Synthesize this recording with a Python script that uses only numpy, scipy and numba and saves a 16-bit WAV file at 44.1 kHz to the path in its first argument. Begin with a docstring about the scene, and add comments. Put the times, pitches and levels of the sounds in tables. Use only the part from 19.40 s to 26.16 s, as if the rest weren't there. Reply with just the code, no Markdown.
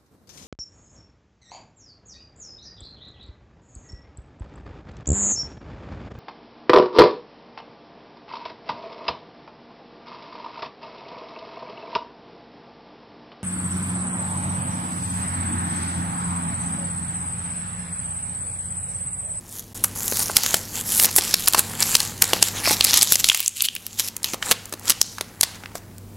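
"""In a small room, close to a microphone, fingers peel a paper sticker off its backing, crumple the backing
and set the sticker on a notebook page. Glue threads and fibres let go in random slips: a dense fine crackle.
Flexing sheets rustle more dully; buckling creases and fingernails snap as short damped bursts, loud enough to clip.
Fingertip taps, single ticks and resonant rasps join in; wavering sines and coloured noise make a low hum."""
import sys
import numpy as np
from scipy import signal
from scipy.fft import rfft, irfft
from scipy.io import wavfile
from scipy.ndimage import uniform_filter1d, map_coordinates
from numba import njit

SR = 44100
rng = np.random.default_rng(int(sys.argv[2]) if len(sys.argv) > 2 else 0)


def output_pcm(signal):
    """Save a mono or channel-first signal as 16-bit PCM at the path in sys.argv[1].

    Samples are clipped to [-1, 1] before scaling.
    """
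    pcm = np.clip(np.atleast_2d(signal).T, -1, 1) * 32767
    wavfile.write(sys.argv[1], SR, np.round(pcm).astype(np.int16))


N = 298116
TIME = np.arange(N) / SR  # s
FREQ = np.maximum(np.fft.rfftfreq(N, 1 / SR), 1)  # Hz
TOP_HZ = 15750  # upper band limit


def undb(db):
    """Level definition: decibels to amplitude gain."""
    return np.exp(np.log(10) / 20 * np.asarray(db))


def unit(x):
    """Normalisation: scale to an rms of 1."""
    return x / np.sqrt(np.mean(x ** 2))


def gain_at(points, f):
    """Spectral envelope: gain at f, interpolated in dB over log frequency."""
    hz, db = np.transpose(points)
    return undb(np.interp(np.log(f), np.log(hz), db))


def colour(x, points):
    """Linear filtering: shape x by a spectral envelope, then scale to rms 1."""
    return unit(irfft(rfft(x) * gain_at(points, FREQ), N))


def curves(table):
    """Linear interpolation: each column of a table as a curve in time."""
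    s, *columns = np.transpose(table)
    return [np.interp(TIME, s, c) for c in columns]


def walk(rate):
    """Low-pass random process: a smooth wander with rms 1, taking about rate new values per second."""
    hold = max(int(SR / rate), 2)
    steps = np.repeat(rng.standard_normal(N // hold + 1), hold)
    return unit(uniform_filter1d(steps, hold)[:N])


def swell(middle, length):
    """Gaussian envelope: a smooth rise and fall, down to exp(-2) at one length from the middle."""
    return np.exp(-2 * ((TIME - middle) / length) ** 2)


def crackle(rate, spread_db, t60, smooth):
    """Shot noise: random slips, few large and many small, decay as noise; smooth is the share of even hiss."""
    size = undb(spread_db * np.minimum(rng.exponential(size=N), 5))
    slips = (rng.random(N) < rate / SR) * size ** 2
    decay = undb(-60 / (t60 * SR)) ** 2  # of power, per sample
    power = signal.lfilter([1], [1, -decay], slips)
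    share = np.clip(smooth, 0, 1)
    return np.sqrt(share + (1 - share) * power / power.mean()) * rng.standard_normal(N)


# pulls on the backing, slides of the fingers, and the room dying away after loud snaps:
# start t/s, end t/s, friction level/dB, swell from start to end/dB, brightness/(dB per octave), flexing level/dB
STROKES = [(0.085, 0.202, -39, 8, 8, -55), (0.352, 0.383, -34.5, -3.5, 7.5, -47),
           (0.442, 0.476, -31, -7.5, 6.5, -47), (0.56, 0.744, -28.5, 3.5, 9, -42),
           (0.758, 0.831, -21.5, 6, 6.5, -36), (0.824, 0.914, -32, -7, 4, -42),
           (0.962, 1.186, -25.5, -7.5, 1, -38), (1.339, 1.415, -29, 3, 2.5, -41),
           (1.462, 1.653, -19.5, 13.5, 6, -36), (1.635, 1.693, -28.5, 7, -4, -32),
           (1.768, 1.787, -10, 7, 9, -29.5), (1.79, 1.94, -30.5, -7, -3.5, -38.5),
           (2.182, 2.203, -17.5, -4, 1, -23.5), (2.401, 2.424, -22.5, 1, -2.5, -31),
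           (2.435, 2.568, -23.5, 7, 1, -38), (2.585, 2.734, -31.5, -16.5, -0.5, -39),
           (2.821, 2.838, -25, 1.5, 3.5, -26.5), (2.846, 2.985, -28, -2, 0.5, -34.5),
           (3.022, 3.087, -21.5, 1, 0.5, -33), (3.162, 3.206, -29, -7.5, -4.5, -40),
           (3.249, 3.343, -20, 3, -0.5, -35), (3.422, 3.507, -21, 10, -3, -40.5),
           (3.535, 3.592, -15, 2.5, -3, -39.5), (3.615, 3.686, -20.5, -10, -0.5, -38.5),
           (3.694, 3.746, -17, 9.5, 2.5, -40.5), (3.78, 3.803, -21.5, 18, 0.5, -39.5),
           (3.851, 4.073, -27.5, -11, 1.5, -53), (4.162, 4.24, -34, -4.5, 0.5, -73),
           (4.25, 4.254, -13.5, 3, 3, -60), (4.588, 4.606, -22.5, 5, -0.5, -44),
           (4.616, 4.684, -30.5, 4.5, 1.5, -47.5), (4.85, 4.947, -34, -9, 1, -48),
           (5.024, 5.114, -30, 13.5, 0, -35.5), (5.429, 5.512, -31, 23.5, 0.5, -37),
           (5.623, 5.783, -45.5, -8, -2, -75), (6.035, 6.163, -46, 4, -7, -61),
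           (6.359, 6.381, -39, -3.5, 6.5, -44.5)]
# light rustle of the held paper: t/s, friction level/dB, flexing level/dB
HOLDING = [(0, -52, -56.5), (0.2, -45.5, -55), (0.32, -54.5, -61), (0.4, -45, -50), (1.05, -31.5, -40.5),
           (1.28, -39, -48), (1.85, -29, -43.5), (2.35, -34.5, -38.5), (2.8, -41.5, -48), (3.2, -35.5, -37),
           (3.6, -25.5, -33.5), (4.1, -46, -76), (4.43, -46, -53), (4.53, -43, -56), (4.8, -57.5, -50.5),
           (5.75, -50, -51.5), (6.2, -59, -47.5), (6.76, -76, -64)]
HOLDING_TILT_DB = 1.5  # brightness per octave
STROKE_ATTACK_S, STROKE_RELEASE_S = 0.0075, 0.0058  # time constants


def handling():
    """Energy addition: strokes and holding sum in power; gives friction dB, brightness, flexing dB."""
    rub, flex = undb(curves(HOLDING)) ** 2
    bright = HOLDING_TILT_DB * rub
    for start, end, db, swell_db, tilt_db, flex_db in STROKES:
        progress = np.clip((TIME - start) / (end - start), 0, 1)
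        before = np.maximum(start - TIME, 0) / STROKE_ATTACK_S
        beyond = np.maximum(TIME - end, 0) / STROKE_RELEASE_S
        effort = undb(swell_db * (progress - .5)) * np.exp(-np.minimum(before + beyond, 20))
        power = (undb(db) * effort) ** 2
        rub = rub + power
        bright = bright + tilt_db * power  # brightness is averaged by power
        flex = flex + (undb(flex_db) * effort) ** 2
    return 10 * np.log10(rub), bright / rub, 10 * np.log10(flex)


# colour of the rubbed paper: f/Hz, level/dB
PAPER = [(1500, -14), (2300, -7.5), (3200, -4.5), (4400, -2), (5400, -3.5), (7300, 0.5), (9000, -6.5),
         (11000, -2), (13000, -7), (15800, -20)]


def friction(level_db, tilt_db, patchy_db=3.0, pivot_hz=6500):
    """Stick-slip friction: glue and fibres let go in grains; resonances shift with the grip and the curl."""
    slips = crackle(rate=1100, spread_db=3.5, t60=0.003, smooth=0.24)
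    spectrum = rfft(slips) * gain_at(PAPER, FREQ)
    octave = np.log2(FREQ / pivot_hz)
    out, power = 0, 0
    for centre in np.arange(-2.75, 1.6, .25):  # overlapping bands, in octaves from the pivot
        band = np.maximum(1 - 4 * abs(octave - centre), 0)
        part = irfft(spectrum * band, N)
        gain = undb(tilt_db * centre + patchy_db * walk(18))
        out = out + gain * part
        power = power + gain ** 2 * part.var()
    return unit(out / np.sqrt(power)) * undb(level_db)  # tilting leaves the level unchanged


# colour shared by creases and taps: f/Hz, level/dB
SNAP_COLOUR = [(80, -1), (300, 0.5), (2400, -2), (4400, 0.5), (9000, -1), (11000, 2.5), (16000, -5.5)]


def snaps(events, t60_s, stretch, attack_s, strain_s, strain_db, q, tick_db=9, top_hz=11500, size=4096):
    """Damped resonance: faint creaking peaks as a patch gives way with a broad crack and a brief ring."""
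    out = np.zeros(N + size)
    lead = size // 4
    t = (np.arange(size) - lead) / SR
    after = np.maximum(t, 0)
    f = np.maximum(np.fft.rfftfreq(size, 1 / SR), 1)
    strain = undb(strain_db) * np.exp(-abs(t) / strain_s)
    for s, db, hz, crack_db in events:
        t60 = t60_s * undb(stretch * crack_db)
        release = (1 - np.exp(-after / attack_s)) * np.exp(-np.log(1000) * after / t60)
        ring = 1 / (1 + (q * (f / hz - hz / f)) ** 2)
        crack = undb(crack_db) / np.hypot(1, (f / top_hz) ** 2)
        # a small patch radiates little far below its resonance
        radiation = f / np.hypot(f, hz / 4)
        band = gain_at(SNAP_COLOUR, f) * np.hypot(ring, crack) * radiation
        push = rng.standard_normal(size) * (release + strain)
        push[lead + int(attack_s * SR)] += undb(tick_db)  # the first fibre parts all at once
        burst = irfft(band * rfft(push))
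        # the energy of a snap is its level held for half a decay constant
        energy = t60 * SR / (2 * np.log(1000))
        start = int(s * SR) - lead
        out[start:start + size] += undb(db) * burst * np.sqrt(energy / np.sum(burst ** 2))
    return out[:N]


# creases buckling and nails flicking off edges: t/s, level/dB, resonance of the paper patch f/Hz,
# broad crack against the resonance level/dB
CREASES = [(0.4393, -2.5, 9700, -13), (0.4425, -3.5, 8900, -20), (0.967, 8.5, 9800, -2.5),
           (1.062, -7, 3610, 2), (1.5973, -2.5, 11200, 1), (1.6453, -3.5, 6580, 10),
           (1.7623, 6, 11300, -14), (1.9406, 2, 4770, -5.5), (2.0738, -7.5, 4440, -13),
           (2.0773, -4, 5050, 5), (2.083, 2.5, 11500, -5), (2.1344, -5, 3930, 3), (2.192, 4.5, 11400, -3.5),
           (2.4245, -6, 9100, 12), (2.428, -5.5, 4570, -7), (2.552, 5, 5250, -10.5),
           (2.6028, -4, 4800, -5.5), (2.821, 7.5, 10500, 1), (2.8409, -2.5, 7700, 3),
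           (2.9329, -1, 3140, -28), (3.026, 8, 6300, -6), (3.4087, 3, 3830, -28), (3.4429, 2, 11010, -18),
           (3.4472, 1.5, 11010, 8), (3.5397, 1, 10300, 3), (3.574, 2.5, 10110, -1.5),
           (3.6124, -2.5, 4290, -17), (3.6213, 2, 6340, -7), (3.6283, 8, 8000, -5),
           (3.7216, 7, 12100, -3.5), (3.7554, 3.5, 6000, -6.5), (3.8429, 2, 4850, -10.5),
           (3.8878, -1, 7170, -1), (3.8981, 3, 3040, -22), (3.9164, -8, 1680, -34),
           (3.9462, -4.5, 10500, 34), (4.061, -9, 6150, -21), (4.0791, -1, 7200, -26),
           (4.2061, -8.5, 4130, -42), (4.2215, -3.5, 11500, -9), (4.2856, -11.5, 3570, -37),
           (4.3631, -19, 2930, -18), (4.5962, -6.5, 9400, 2), (4.7658, -15.5, 10200, -6.5),
           (4.831, -17, 7000, -26), (4.8432, -7.5, 5150, -6), (5.124, -8, 3580, -10),
           (5.497, -1.5, 9800, 1), (5.503, 1, 9800, 5), (5.5203, -12, 3280, -11), (5.6143, 5, 6200, -18),
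           (5.8097, -15, 4230, -21), (6.0101, 0.5, 7600, -7), (6.0314, -1.5, 6560, 7),
           (6.0355, -6, 4960, 13), (6.2585, -22, 2000, -30)]


def creases():
    """Buckling: a patch snaps to a new shape; a broader crack runs along the crease and lasts longer."""
    # t60_s holds at a crack of 0 dB; stretch is dB of length per dB of crack
    return snaps(CREASES, t60_s=0.012, stretch=0.1, attack_s=0.00054, strain_s=0.004, strain_db=-30.5, q=1.26)


# fingertips knocking on the sheet and the page: t/s, level/dB, resonance of the sheet f/Hz,
# broad crack against the resonance level/dB
TAPS = [(0.4425, -18, 1410, -26), (0.7231, -16, 600, -13), (0.8975, -16.5, 690, -28),
        (1.1421, -4.5, 300, 3), (1.7837, -1.5, 440, -2), (2.1461, -3.5, 1070, -7), (2.9329, -6, 475, -13.5),
        (3.275, -12.5, 684, -24), (3.3088, -11, 358, -16.5), (4.9347, -16, 310, -10),
        (4.9422, -18.5, 700, -13), (5.0258, -14, 1700, -35), (5.1117, -4, 300, 3), (5.117, -4.5, 600, 8),
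        (5.3252, -19.5, 450, -6), (5.3371, -21, 353, -11.5), (5.783, -22, 1440, -14.5),
        (5.8097, -16, 325, -3), (6.2363, -29, 1100, -28.5), (6.3535, -20.5, 480, -16.5)]


def taps():
    """Impact excitation: a knock sets off a lower, broadly damped resonance of the sheet."""
    return snaps(TAPS, t60_s=0.022, stretch=0, attack_s=0.00042, strain_s=0.001, strain_db=-24.5, q=0.59)


def ticks(events, ring_hz=9800, shiver_db=-13, shiver_s=0.0015, size=512):
    """Impulse response: a release flicks a small patch, each at its own pitch; the sheet shivers briefly."""
    out = np.zeros(N + size)
    t = np.arange(size) / SR
    for (s, db), chance in zip(events, rng.standard_normal((len(events), size + 1))):
        hz = min(ring_hz * 2 ** (.5 * chance[0]), TOP_HZ)
        flick = np.sin(2 * np.pi * hz * t) * np.exp(-hz * t)
        shiver = undb(shiver_db) * chance[1:] * np.exp(-t / shiver_s)
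        tick = signal.lfilter([1, -1], [1, -.5], flick + shiver)  # a small patch radiates little bass
        start = int(s * SR)
        out[start:start + size] += undb(db) * tick / abs(tick).max()
    return out[:N]


# glue threads and nail edges letting go: t/s, peak level/dB
RELEASES = [(0.6803, -3), (0.7708, -3.5), (0.8825, -10), (1.035, -1), (1.1693, -3), (1.6545, 3),
            (2.0062, -6), (2.0593, -9), (2.1257, -4), (2.4082, -4), (3.5916, 0), (3.9744, -2),
            (4.0035, -0.5), (4.0284, -10), (4.352, -7), (4.4656, -6), (5.2562, -16), (5.2952, -23),
            (5.3958, -16.5), (6.5823, -22)]


def releases():
    """Sudden release of tension: glue threads and nail edges let go with one sharp tick each."""
    return ticks(RELEASES)


def crinkles(level_db, most_db=-25, over_db=3, count=450):
    """Random impulses: tiny creases tick, louder with friction up to most_db; few are loud, many soft."""
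    place, luck = rng.random((count, 2)).T
    at = (place * N).astype(int)
    db = np.minimum(level_db[at], most_db) + over_db - 4.5 * np.log(luck + .04)
    return ticks(np.transpose([at / SR, db]), ring_hz=7000)


# colour of the flexing sheets: f/Hz, level/dB
SHEET = [(100, -3), (220, 2.5), (400, -2), (500, 2), (650, -4), (820, 4), (1000, 0), (1900, -0.5),
         (4000, -15)]


def flexing(level_db):
    """Bending: the sheets yield in sparser, longer jerks, a coarser and duller rustle."""
    jerks = crackle(rate=420, spread_db=3.0, t60=0.017, smooth=0.34)
    return colour(jerks, SHEET) * undb(level_db)


# resonant rasps of the curled sheet, and one low ring after a tap:
# middle t/s, length/s, resonance f/Hz, width of each filter stage f/Hz, level/dB
RASPS = [(2.5, 0.11, 11900, 1200, -30.5), (3.268, 0.045, 2190, 900, -23.5), (3.28, 0.037, 5220, 1000, -23),
         (3.314, 0.024, 823, 50, -28)]


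def rasps():
    """Resonance under random excitation: uneven jerks drive the sheet's rasps and one low ring after a tap."""
    spectrum = rfft(crackle(rate=400, spread_db=3, t60=.003, smooth=0))
    out = 0
    for s, length, hz, width, db in RASPS:
        resonance = 1 / (1 + 2j * (FREQ - hz) / width) ** 2
        out = out + undb(db) * swell(s, length) * unit(irfft(spectrum * resonance, N))
    return out


@njit
def resonator(x, hz, width):
    """State-variable filter: a band-pass with a moving centre and a gain of 1 there."""
    y, band, low = np.empty(len(x)), 0., 0.
    for i in range(len(x)):
        g, damping = np.tan(np.pi * hz[i] / SR), width / hz[i]
        v = (band + g * (x[i] - low)) / (1 + g * (g + damping))
        band, low, y[i] = 2 * v - band, low + 2 * g * v, damping * v
    return y


# hollow of the fist that crumples the backing: t/s, resonance f/Hz, strength (0-1)
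FIST = [(3.58, 3400, 0.1), (3.66, 3400, 0), (3.84, 3050, 0.2), (3.92, 2870, 0.4), (4.07, 2830, 0.4),
        (4.27, 3030, 0.6), (4.42, 2600, 0.4), (4.52, 2700, 0.3)]


def fist(x, width_hz=1550, gain_db=5.5):
    """Cavity resonance: the hand closes round the backing and its hollow rings with the rustle."""
    hz, strength = curves(FIST)
    once = resonator(x, hz, float(width_hz))
    ring = resonator(once, hz, float(width_hz))
    closed = (TIME > FIST[0][0]) & (TIME < FIST[-1][0])
    return x + undb(gain_db) * strength * closed * ring


# room echo colour: f/Hz, level/dB
ECHO = [(100, 7.5), (2500, 8), (7000, 4), (16000, -7)]


def room(x, t60=0.54, wet_db=-21, desk_db=-21, desk_s=0.013):
    """Reflection and reverberation: a near surface echoes once; walls add a scattered, pitchless tail."""
    decay = np.exp(-np.log(1000) * TIME / t60)
    tail = colour(rng.standard_normal(N), ECHO) * decay * (TIME > desk_s)
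    wet = signal.fftconvolve(x, tail[:SR] / np.sqrt(np.sum(tail ** 2)))[:N]
    scattered = map_coordinates(wet, [(TIME + .00013 * walk(300)) * SR])  # jittered reading times
    desk = np.pad(x, (int(desk_s * SR), 0))[:N]
    return x + undb(desk_db) * desk + undb(wet_db) * scattered


# steady hum tones, before wavering and swelling: f/Hz, level/dB
HUM = [(99.9, -47), (181, -56), (222.5, -55.5)]
# further low tones that come and go: middle t/s, length/s, f at the middle/Hz, glide/(Hz per s)
HUM_SWELLS = [(1.98, 0.21, 180.3, -0.5), (2.37, 0.36, 223, 45), (2.418, 0.42, 152, 35.5),
              (3.02, 0.19, 180.5, 1)]
# colour of the room rumble: f/Hz, level/dB
RUMBLE = [(15, -17.5), (30, -1), (140, -3), (260, -4), (400, -9), (2000, -28.5)]
# swelling and dipping of steady tones and rumble: t/s, level/dB
LOW_SWELL = [(0, -2.5), (.33, -0.5), (.36, 4), (3.85, 4.5), (3.97, -12), (4.4, -7), (4.9, -3), (6.1, -2.5),
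             (6.76, 1)]


def hum(waver_db=2.0, drift=0.7, rumble_db=-45.5, passing_db=-44.5):
    """Superposition: wavering sines over a soft rumble; a few more tones swell, glide and fade."""
    tones, passing = 0, 0
    for hz, db in HUM:
        level = undb(db + waver_db * walk(5.1))
        tones = tones + level * np.sin(2 * np.pi * hz * TIME + drift * walk(6.8))  # drift in radians
    for s, length, hz, glide in HUM_SWELLS:
        phase = 2 * np.pi * np.cumsum(hz + glide * (TIME - s)) / SR
        passing = passing + swell(s, length) * np.sin(phase)
    rumble = undb(rumble_db) * colour(rng.standard_normal(N), RUMBLE)
    steady = (np.sqrt(2) * tones + rumble) * undb(curves(LOW_SWELL)[0])  # sqrt(2): rms to sine peak
    return steady + np.sqrt(2) * undb(passing_db) * passing


def scene(hiss_db=-68):
    """Superposition: all handling reaches both channels alike; each channel adds its own faint hiss."""
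    level_db, tilt_db, flex_db = handling()
    snapping = creases() + taps()
    rustle = friction(level_db, tilt_db) + flexing(flex_db) + rasps()
    ticking = crinkles(level_db) + releases()
    paper = rustle + ticking + snapping
    return room(fist(paper)) + hum() + undb(hiss_db) * rng.standard_normal((2, N))


def gain_control(x, threshold=0.76, attack_s=0.018, release_s=0.024, depth=120):
    """Dynamic compression: peaks over the threshold charge a detector that lowers the gain until it leaks."""
    excess = np.maximum(abs(x).mean(axis=0) - threshold, 0)
    leak = np.exp(-1 / (release_s * SR))
    charge = signal.lfilter([1 - leak], [1, -leak], excess)
    attack = np.exp(-1 / (attack_s * SR))
    return x / (1 + depth * signal.lfilter([1 - attack], [1, -attack], charge))


# the sound drops out for an instant: start t/s, end t/s
DROPOUT = (0.334, 0.345)


def record(dry):
    """Overload and band-limiting: peaks clip and duck what follows; one dropout falls silent; the top is cut."""
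    ducked = gain_control(np.clip(dry, -1.08, 1.08))
    live = (TIME < DROPOUT[0]) | (TIME > DROPOUT[1])
    low_pass = signal.ellip(8, .2, 70, TOP_HZ, fs=SR, output="sos")
    return signal.sosfilt(low_pass, ducked * live)


dry = scene()
out = record(dry)
output_pcm(out)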